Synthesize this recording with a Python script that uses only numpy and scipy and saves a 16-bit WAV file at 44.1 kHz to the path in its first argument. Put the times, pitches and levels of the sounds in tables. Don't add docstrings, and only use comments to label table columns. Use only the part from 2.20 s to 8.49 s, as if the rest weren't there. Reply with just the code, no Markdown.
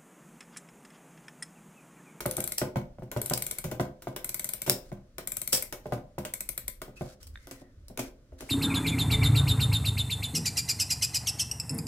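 import sys
import numpy as np
from scipy import signal
from scipy.fft import rfft, irfft, next_fast_len
from scipy.io import wavfile

SR = 44100
rng = np.random.default_rng(int(sys.argv[2]) if len(sys.argv) > 2 else 0)


def to_wav(s):
    ch = np.atleast_2d(s).T
    pcm = np.round(np.clip(ch, -1, 1) * 32767)
    wavfile.write(sys.argv[1], SR, pcm.astype(np.int16))


N = 277389
T = np.arange(SR // 2) / SR
CLOCK = np.arange(N) / SR
RELEASE_S = 5.0


def amp(db):
    return 10 ** (np.asarray(db) / 20)


def unit(x):
    return x / np.sqrt(np.mean(x ** 2) + 1e-20)


def along(points, hz):
    f, v = np.transpose(points)
    return np.interp(np.log(hz + 1), np.log(f), v)


def fade(t60_s):
    return np.exp(-np.log(1000) * T / np.maximum(t60_s, 1e-3))


def stroke(start_s, hold_s, attack_s, t60_s):
    t = CLOCK - start_s
    return np.clip(t / attack_s, 0, 1) * np.exp(-np.log(1000) * np.maximum(t - hold_s, 0) / t60_s)


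def jitter(count, step):
    knots = rng.standard_normal(count // step + 2)
    return np.interp(np.arange(count) / step, np.arange(count // step + 2), knots)


def filtered(x, response):
    n = x.shape[-1]
    m = 2 * next_fast_len(n // 2 + 4096)
    return irfft(rfft(x, m) * response(np.fft.rfftfreq(m, 1 / SR)), m)[..., :n]


def causal(gain):
    cepstrum = irfft(np.log(np.maximum(gain, 1e-6)))
    half = len(cepstrum) // 2
    cepstrum[1:half] *= 2
    cepstrum[half + 1:] = 0
    return np.exp(rfft(cepstrum))


# f/Hz, correlation [0-1]
CORRELATION = [(120, .99), (250, 0.97), (500, 0.94), (1000, 0.2), (3000, 0.33), (12000, 0.076)]


def stereo_noise(count):
    def mid_side_gains(hz):
        angle = np.arccos(np.clip(along(CORRELATION, hz), -1, 1)) / 2
        return np.array([np.cos(angle), np.sin(angle)])
    mid, side = filtered(rng.standard_normal((2, count)), mid_side_gains)
    return np.array([mid + side, mid - side])


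def rush(spectrum):
    return unit(filtered(stereo_noise(N), lambda hz: amp(along(spectrum, hz))))


# f/Hz, t60/s
WORKSHOP_T60 = [(120, 0.35), (500, 0.45), (1500, 0.28), (5000, 0.24), (10000, 0.19), (16000, 0.23)]


def in_room(hit, wet_db, delay_s=0.0024):
    hz, t, bins = signal.stft(stereo_noise(len(T)), SR, nperseg=256)
    decay = np.exp(-np.log(1000) * t / along(WORKSHOP_T60, hz)[:, None])
    tail = signal.istft(bins * decay, SR, nperseg=256)[1][:, :len(T)]
    tail = tail * np.clip(T / delay_s - 1, 0, 1)
    answer = signal.fftconvolve(hit, tail / np.linalg.norm(tail[0]), axes=1)[:, :len(T)]
    return hit + amp(wet_db) * answer


def add(out, s, hit, pan_db):
    part = out[:, max(round(s * SR), 0):][:, :len(T)]
    part += (hit * amp([[pan_db / 2], [-pan_db / 2]]))[:, :part.shape[1]]


# f/Hz, level/dB (per Hz)
AIR_SPECTRUM = [(20, -12.5), (50, -10), (100, -5), (170, -12.5), (270, -13), (450, -23), (580, -16.5),
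                (750, -37.5), (1300, -28.5), (2600, -36.5), (6000, -37), (16000, -53)]


def background(air_db=-62, rumble_db=-57, hum_db=-68, hum_hz=120):
    rumble = rush([(15, -28.0), (25, -13.5), (30, 2.5), (36, -12.0), (50, -4), (150, -64.5)])
    hum = np.sin(2 * np.pi * hum_hz * CLOCK)
    return amp(air_db) * rush(AIR_SPECTRUM) + amp(rumble_db) * rumble + amp(hum_db) * hum


# t/s, level/dB
SWAY_EVENTS = [(4.43, -45), (5.01, -42.5), (5.075, -43), (5.16, -60), (5.57, -44.5), (6.111, -45)]
# f/Hz, level/dB (per Hz)
SWAY_SPECTRUM = [(20, -12), (45, 11.5), (72, 10.5), (100, 0.5), (125, -12), (170, -58), (500, -84)]
# t/s, length/s, level/dB
RUB_EVENTS = [(2.616, 0.085, -63), (3.636, 0.089, -65), (4.756, 0.18, -57.5), (5, 0.026, -59),
              (5.135, 0.28, -65.5), (5.392, 0.016, -65), (5.771, 0.11, -57.5), (6.181, 0.25, -55.5)]
# f/Hz, level/dB (per Hz)
GLOVE_SPECTRUM = [(300, -22), (700, -23), (1300, 3), (2500, -5), (4000, -2), (4800, -0.5), (5600, -1),
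                  (10000, -6), (16000, -16)]
SWAY_ATTACK_S, SWAY_T60_S = 0.016, 0.51
RUB_ATTACK_S, RUB_T60_S = 0.0087, 0.098


def hand(sway_db=-1, rub_db=-1, stick_db=2.2):
    sway = sum(amp(db) * stroke(s, SWAY_ATTACK_S, SWAY_ATTACK_S, SWAY_T60_S) for s, db in SWAY_EVENTS)
    drag = sum(amp(db) * stroke(s, length_s, RUB_ATTACK_S, RUB_T60_S) for s, length_s, db in RUB_EVENTS)
    stick = unit(amp(stick_db * (jitter(N, step=120) + jitter(N, step=1100) / 2)))
    return amp(sway_db) * sway * rush(SWAY_SPECTRUM) + amp(rub_db) * drag * stick * rush(GLOVE_SPECTRUM)


# start t/s, end t/s, start f/Hz, end f/Hz, width/Hz, level/dB
SQUEAK_EVENTS = [(4.764, 4.817, 2600, 2560, 130, -55), (5.164, 5.594, 2117, 1800, 263, -68)]


def squeaks():
    out = np.zeros((2, N))
    for start_s, end_s, start_hz, end_hz, width_hz, db in SQUEAK_EVENTS:
        glide_hz = np.interp(CLOCK, [start_s, end_s], [start_hz, end_hz])
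        phase = 2 * np.pi * np.cumsum(glide_hz) / SR
        a, b = filtered(rng.standard_normal((2, 2, N)), lambda hz: 1 / (1 + (2 * hz / width_hz) ** 2))
        pressure = np.interp(CLOCK, [start_s, start_s + 0.0043, (start_s + end_s) / 2, end_s], [0, 1, 1, 0])
        out += amp(db) * pressure * unit(a * np.sin(phase) + b * np.cos(phase))
    return out


# t/s, level/dB
CLAMP_TICK_EVENTS = [(5.157, -38), (5.174, -45)]
# f/Hz, level/dB, t60/s
CLAMP_MODES = [(1600, 2, 0.015), (1820, 2.5, 0.013), (2200, -5, 0.016), (3630, -1, 0.02)]


def clamp(level_db=-1):
    out = np.zeros((2, N))
    for s, db in CLAMP_TICK_EVENTS:
        ring = np.zeros((2, len(T)))
        for hz, mode_db, t60_s in CLAMP_MODES:
            ring += amp(mode_db) * fade(t60_s) * np.sin(2 * np.pi * (hz * T + rng.random((2, 1))))
        add(out, s, amp(db + level_db) * in_room(ring * np.minimum(T / .0006, 1), wet_db=-13), 0)
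    return out


# f/Hz, level/dB, t60/s
BENCH_MODES = [(75.6, -7.5, 0.15), (110.3, 1, 0.067), (122.6, 7.5, 0.12), (152, 10.5, 0.036),
               (199.8, 0, 0.2), (238.7, -7.5, 0.2), (269, -7, 0.17), (359, 1, 0.11), (463, -14, 0.031),
               (515.6, -8.5, 0.29), (588, 4.5, 0.07), (619.3, 5.5, 0.039), (684.4, -1, 0.047),
               (761, -18, 0.15), (905, -8.5, 0.037), (1023, -11.5, 0.15), (1235, -13, 0.079),
               (1452, -6, 0.054), (1559, -16.5, 0.2), (1960, -6.5, 0.024), (2212, -16, 0.13)]
BENCH_HZ = np.array([hz for hz, db, t60_s in BENCH_MODES])
BENCH_RINGS = np.array([np.exp((2j * np.pi * hz - np.log(1000) / t60_s) * T) for hz, db, t60_s in BENCH_MODES])


def bench(gain_db, scatter_db=1.2):
    hz, mode_db, t60_s = np.transpose(BENCH_MODES)
    polarity = (-1) ** np.arange(len(hz))
    gain = polarity * amp(mode_db + gain_db + rng.normal(0, scatter_db, len(hz)))
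    spread = 0.49 * np.arccos(np.clip(along(CORRELATION, hz), -1, 1))
    phase = spread * rng.standard_normal((2, len(hz)))
    return ((gain * np.exp(1j * phase)) @ BENCH_RINGS).imag


# f/Hz, level/dB (per Hz)
THUD_SPECTRUM = [(45, 6.5), (100, 13.5), (300, 7.5), (750, 15), (1500, 0), (2300, -5.5), (4000, -10.5),
                 (12000, -21)]


def thump(s, bass_db, hard_db, body_db, thud_db=-1.5, crack_db=5, crack_t60_s=0.015, wet_db=-8.0, free_db=9):
    frame_db = free_db * (s > RELEASE_S)
    tilt = [(130, bass_db + 2.0), (200, bass_db - 1.0), (266, frame_db), (330, 0.0094), (560, 0.0031),
            (780, body_db), (1250, hard_db - frame_db / 4)]
    dull = lambda hz: causal(amp(along(tilt, hz) + along(THUD_SPECTRUM, hz)))
    clatter = amp(thud_db) * fade(0.14) + amp(crack_db) * fade(crack_t60_s)
    thud = filtered(clatter * stereo_noise(len(T)), dull)
    modes = bench(along(tilt, BENCH_HZ), scatter_db=1.08)
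    return in_room((modes + thud) * np.minimum(T / 0.0005, 1), wet_db)


def rattle(body, t60_s, mid_db, top_db, wet_db, rough_db=4.5):
    swell = np.minimum(T / (t60_s / 25), 1) * fade(t60_s)
    grains = swell * amp(rough_db * jitter(len(T), step=64))
    grains = grains * np.linalg.norm(swell) / np.linalg.norm(grains)
    tilt = [(3500, mid_db), (7000, 0.0062), (10000, 0.007), (13500, top_db)]
    colour = lambda hz: causal(amp(along(body, hz) + along(tilt, hz)))
    return in_room(filtered(grains * stereo_noise(len(T)), colour), wet_db)


KEY_TOP_DB, CLAMP_TOP_DB = -0.5, -4


def frame_top_db(s):
    return KEY_TOP_DB if s < RELEASE_S else CLAMP_TOP_DB


# t/s, level/dB, bass level/dB
KNOCK_EVENTS = [(.056, -24.5, -2.5), (.181, -28, -3), (0.415, -22, -5), (.558, -24.5, 3.5),
                (0.785, -43.5, 5.5), (0.822, -38.5, 0.5), (.9635, -26.5, -1.5), (1.11, -24.5, -3),
                (1.446, -34, 4), (1.515, -29.5, -3.5), (1.597, -21.5, -1), (1.871, -29.5, -3.5),
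                (2.477, -27, -5), (2.498, -28, -5), (2.717, -35, 2), (3.329, -32, -3.5),
                (3.657, -33.5, -3.5), (3.722, -24.5, -2.5), (3.981, -31, 0), (4.68, -42, -5),
                (4.81, -31.5, -1), (5.416, -46, -6), (5.7, -43.5, 0), (5.79, -29.5, -12.5),
                (6.121, -46, -19), (6.222, -40, -9)]
ROCK_BACK_S, ROCK_BACK_DB = .056, -21
SHAKE_S, SHAKE_DB = 0.0086, -18
BRIGHTEN_DB_PER_DB = 0.42


def knocks(level_db=-5, typical_db=-28):
    out = np.zeros((2, N))
    for s, db, bass_db in KNOCK_EVENTS:
        hard_db = -3.5 + BRIGHTEN_DB_PER_DB * (db - typical_db)
        landing = thump(s, bass_db, hard_db, body_db=-3.5)
        wheels = rattle(FRAME_SPECTRUM, t60_s=0.042, mid_db=4.0, top_db=frame_top_db(s), wet_db=-2.0)
        rock_back = thump(s, bass_db, hard_db=1, body_db=-4.5)
        add(out, s, amp(db + level_db) * landing, 0)
        add(out, s + SHAKE_S, amp(db + hard_db / 2 + SHAKE_DB) * wheels, 1.5)
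        add(out, s + ROCK_BACK_S, amp(db + level_db + ROCK_BACK_DB) * rock_back, 0)
    return out


# t/s, level/dB,
# rattle t60/s
SLIP_AND_CRINKLE_EVENTS = [(0.378, -27.5, 0.1), (1.135, -19, 0.018), (2.497, -11.5, 0.014), (2.502, -32.5, 0.079),
                           (3.3238, -28.5, 0.023), (3.328, -15, 0.027), (3.335, -23.5, 0.14), (5.027, -47.5, 0.043),
                           (5.069, -46.5, 0.031), (5.682, -47.5, 0.035)]
# f/Hz, level/dB (per Hz)
SPRING_SPECTRUM = [(100, -35.5), (400, -0.5), (1500, -4), (2300, -2), (3300, 1), (4300, 1), (5000, 6),
                   (5500, 9), (6100, 0.5), (6900, 1), (7700, 7.5), (8700, 4.5), (12000, -1), (15500, -3)]


def slips_and_crinkles(level_db=3.5, pan_db=.5):
    out = np.zeros((2, N))
    for s, db, t60_s in SLIP_AND_CRINKLE_EVENTS:
        ring = rattle(SPRING_SPECTRUM, t60_s, mid_db=-2, top_db=2.6, wet_db=-5.0)
        add(out, s, amp(db + level_db) * ring, pan_db)
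    return out


# t/s, level/dB, rattle t60/s
CLANK_EVENTS = [(.005, -35, 0.03), (.915, -37, 0.033), (.97, -41.5, 0.025), (1.441, -37.5, .05),
                (1.513, -40, 0.037), (1.821, -46, 0.031), (1.962, -35, 0.03), (2.463, -38, 0.13),
                (2.982, -34, 0.021), (3.525, -34, 0.025), (3.984, -41, 0.024), (4.05, -34, 0.021),
                (4.617, -36.5, 0.022), (5.271, -44, 0.011), (5.311, -40.5, 0.034), (5.774, -36, 0.034),
                (5.791, -34, 0.06), (6.206, -42.5, 0.032)]
# f/Hz, level/dB (per Hz)
FRAME_SPECTRUM = [(100, -34.5), (400, 10.5), (1400, -4.5), (2200, 5.5), (3000, 3.5), (4400, 0), (5500, 5),
                  (6700, 4.5), (7700, 6), (10000, 4.5), (15000, 6), (17000, -12)]


def clanks(level_db=2.5, mid_db=2, pan_db=1.5, jolt_db=-7):
    out = np.zeros((2, N))
    for s, db, t60_s in CLANK_EVENTS:
        ring = rattle(FRAME_SPECTRUM, t60_s, mid_db, frame_top_db(s), wet_db=-2.5)
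        jolt = thump(s, bass_db=-9.5, hard_db=6, body_db=-5)
        add(out, s, amp(db + level_db) * ring, pan_db)
        add(out, s, amp(db + jolt_db) * jolt, 0)
    return out


# f/Hz, level/dB (per Hz)
GRIND_SPECTRUM = [(150, -14.5), (350, -3), (600, 0), (900, -8.5), (2200, -11), (6000, -13.5),
                  (15000, -21.5)]


def arbor(level_db=-51, fade_db_per_turn=3.5, rough_db=4):
    turning = np.zeros(N)
    for turn, teeth_s in enumerate(TURN_TEETH_S):
        hold = stroke(teeth_s[0], teeth_s[-1] - teeth_s[0], attack_s=0.024, t60_s=0.26)
        turning += amp(-fade_db_per_turn * turn) * hold
    grains = unit(amp(rough_db * jitter(N, step=110)))
    return amp(level_db) * turning * grains * rush(GRIND_SPECTRUM)


TURN_TEETH_S = [(.0598, .1105, .1669, .2033, .2394, .2751, .3197),
                (1.0152, 1.059, 1.0971, 1.1751, 1.2212, 1.265, 1.3106, 1.3844),
                (2.044, 2.0914, 2.1432, 2.1945, 2.2433, 2.2893, 2.3347, 2.4175),
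                (3.0729, 3.1185, 3.168, 3.2157, 3.275, 3.3717, 3.4233),
                (4.137, 4.2056, 4.2895, 4.3767, 4.4796)]
# f/Hz, width/Hz, level/dB
RATCHET_MODES = [(516, 220, -18.5), (1300, 110, -10), (2210, 355, -2), (2310, 160, -7), (4020, 1700, -6),
                 (5560, 430, -9.5), (6220, 700, -2.5), (7650, 450, 6.5), (9090, 1250, 6), (10640, 970, 3.5),
                 (11700, 800, -4.5), (12250, 640, 7.5), (13900, 740, 5.5)]
TOOTH_DB, TOOTH_PAN_DB = -24.5, 2.5
MID_TURN_DB = 1
LIMP_DB, LIMP_PAN_DB = 0.55, 0.4
TIGHTEN_DB_PER_TURN = 0.9
TOOTH_BENCH_DB = -46


def ratchet(chatter_s=0.0014, rise_s=0.0016, ring_t60_s=0.016, ring_db=-28, rough_db=1.0, wet_db=-5.5):
    out = np.zeros((2, N))
    hz, width_hz, mode_db = np.transpose(RATCHET_MODES)[..., None]
    hold = np.minimum(fade(ring_t60_s) * np.exp(np.log(1000) * chatter_s / ring_t60_s), 1)
    blow = np.minimum(T / rise_s, 1) * hold
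    for turn, teeth_s in enumerate(TURN_TEETH_S):
        tension_db = along([(1200, 0.064), (2200, TIGHTEN_DB_PER_TURN * turn), (4000, 0.04)], hz)
        for k, s in enumerate(teeth_s):
            strength = amp(mode_db + tension_db + 1.4 * rng.standard_normal(hz.shape))

            def steel(f):
                peaks = strength / (1 + (1.54 * (f - hz) / width_hz) ** 2)
                return causal(unit(np.sqrt(np.sum(peaks ** 2, axis=0))))

            grains = unit(amp(rough_db * jitter(len(T), step=24)))
            burst = (blow + amp(ring_db) * fade(0.068)) * grains
            snap = filtered(burst * stereo_noise(len(T)), steel)
            snap = unit(snap) * np.sqrt(.002 / T[-1])
            limp = (-1) ** k
            db = TOOTH_DB + MID_TURN_DB * np.sin(np.pi * k / (len(teeth_s) - 1)) + LIMP_DB * limp
            add(out, s, amp(db) * in_room(snap, wet_db), TOOTH_PAN_DB + LIMP_PAN_DB * limp)
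            nudge = bench(along([(150, -7), (350, -6.5), (600, -5), (1500, 3)], BENCH_HZ))
            add(out, s, amp(TOOTH_BENCH_DB) * nudge, 0)
    return out


def scene():
    bed = background() + hand()
    clamp_work = squeaks() + clamp()
    return bed + clamp_work + knocks() + slips_and_crinkles() + clanks() + arbor() + ratchet()


TOP_HZ = 15900


def record(dry, lead_s=.00009, shade_db=3):
    side = np.array([[.5], [-.5]])

    def ports(hz):
        shade = amp(side * along([(7000, 0), (13000, shade_db)], hz))
        return np.exp(2j * np.pi * hz * lead_s * side) * shade

    return filtered(dry, lambda hz: ports(hz) / np.sqrt(1 + (hz / TOP_HZ) ** 200))


dry = scene()
out = record(dry)
to_wav(out)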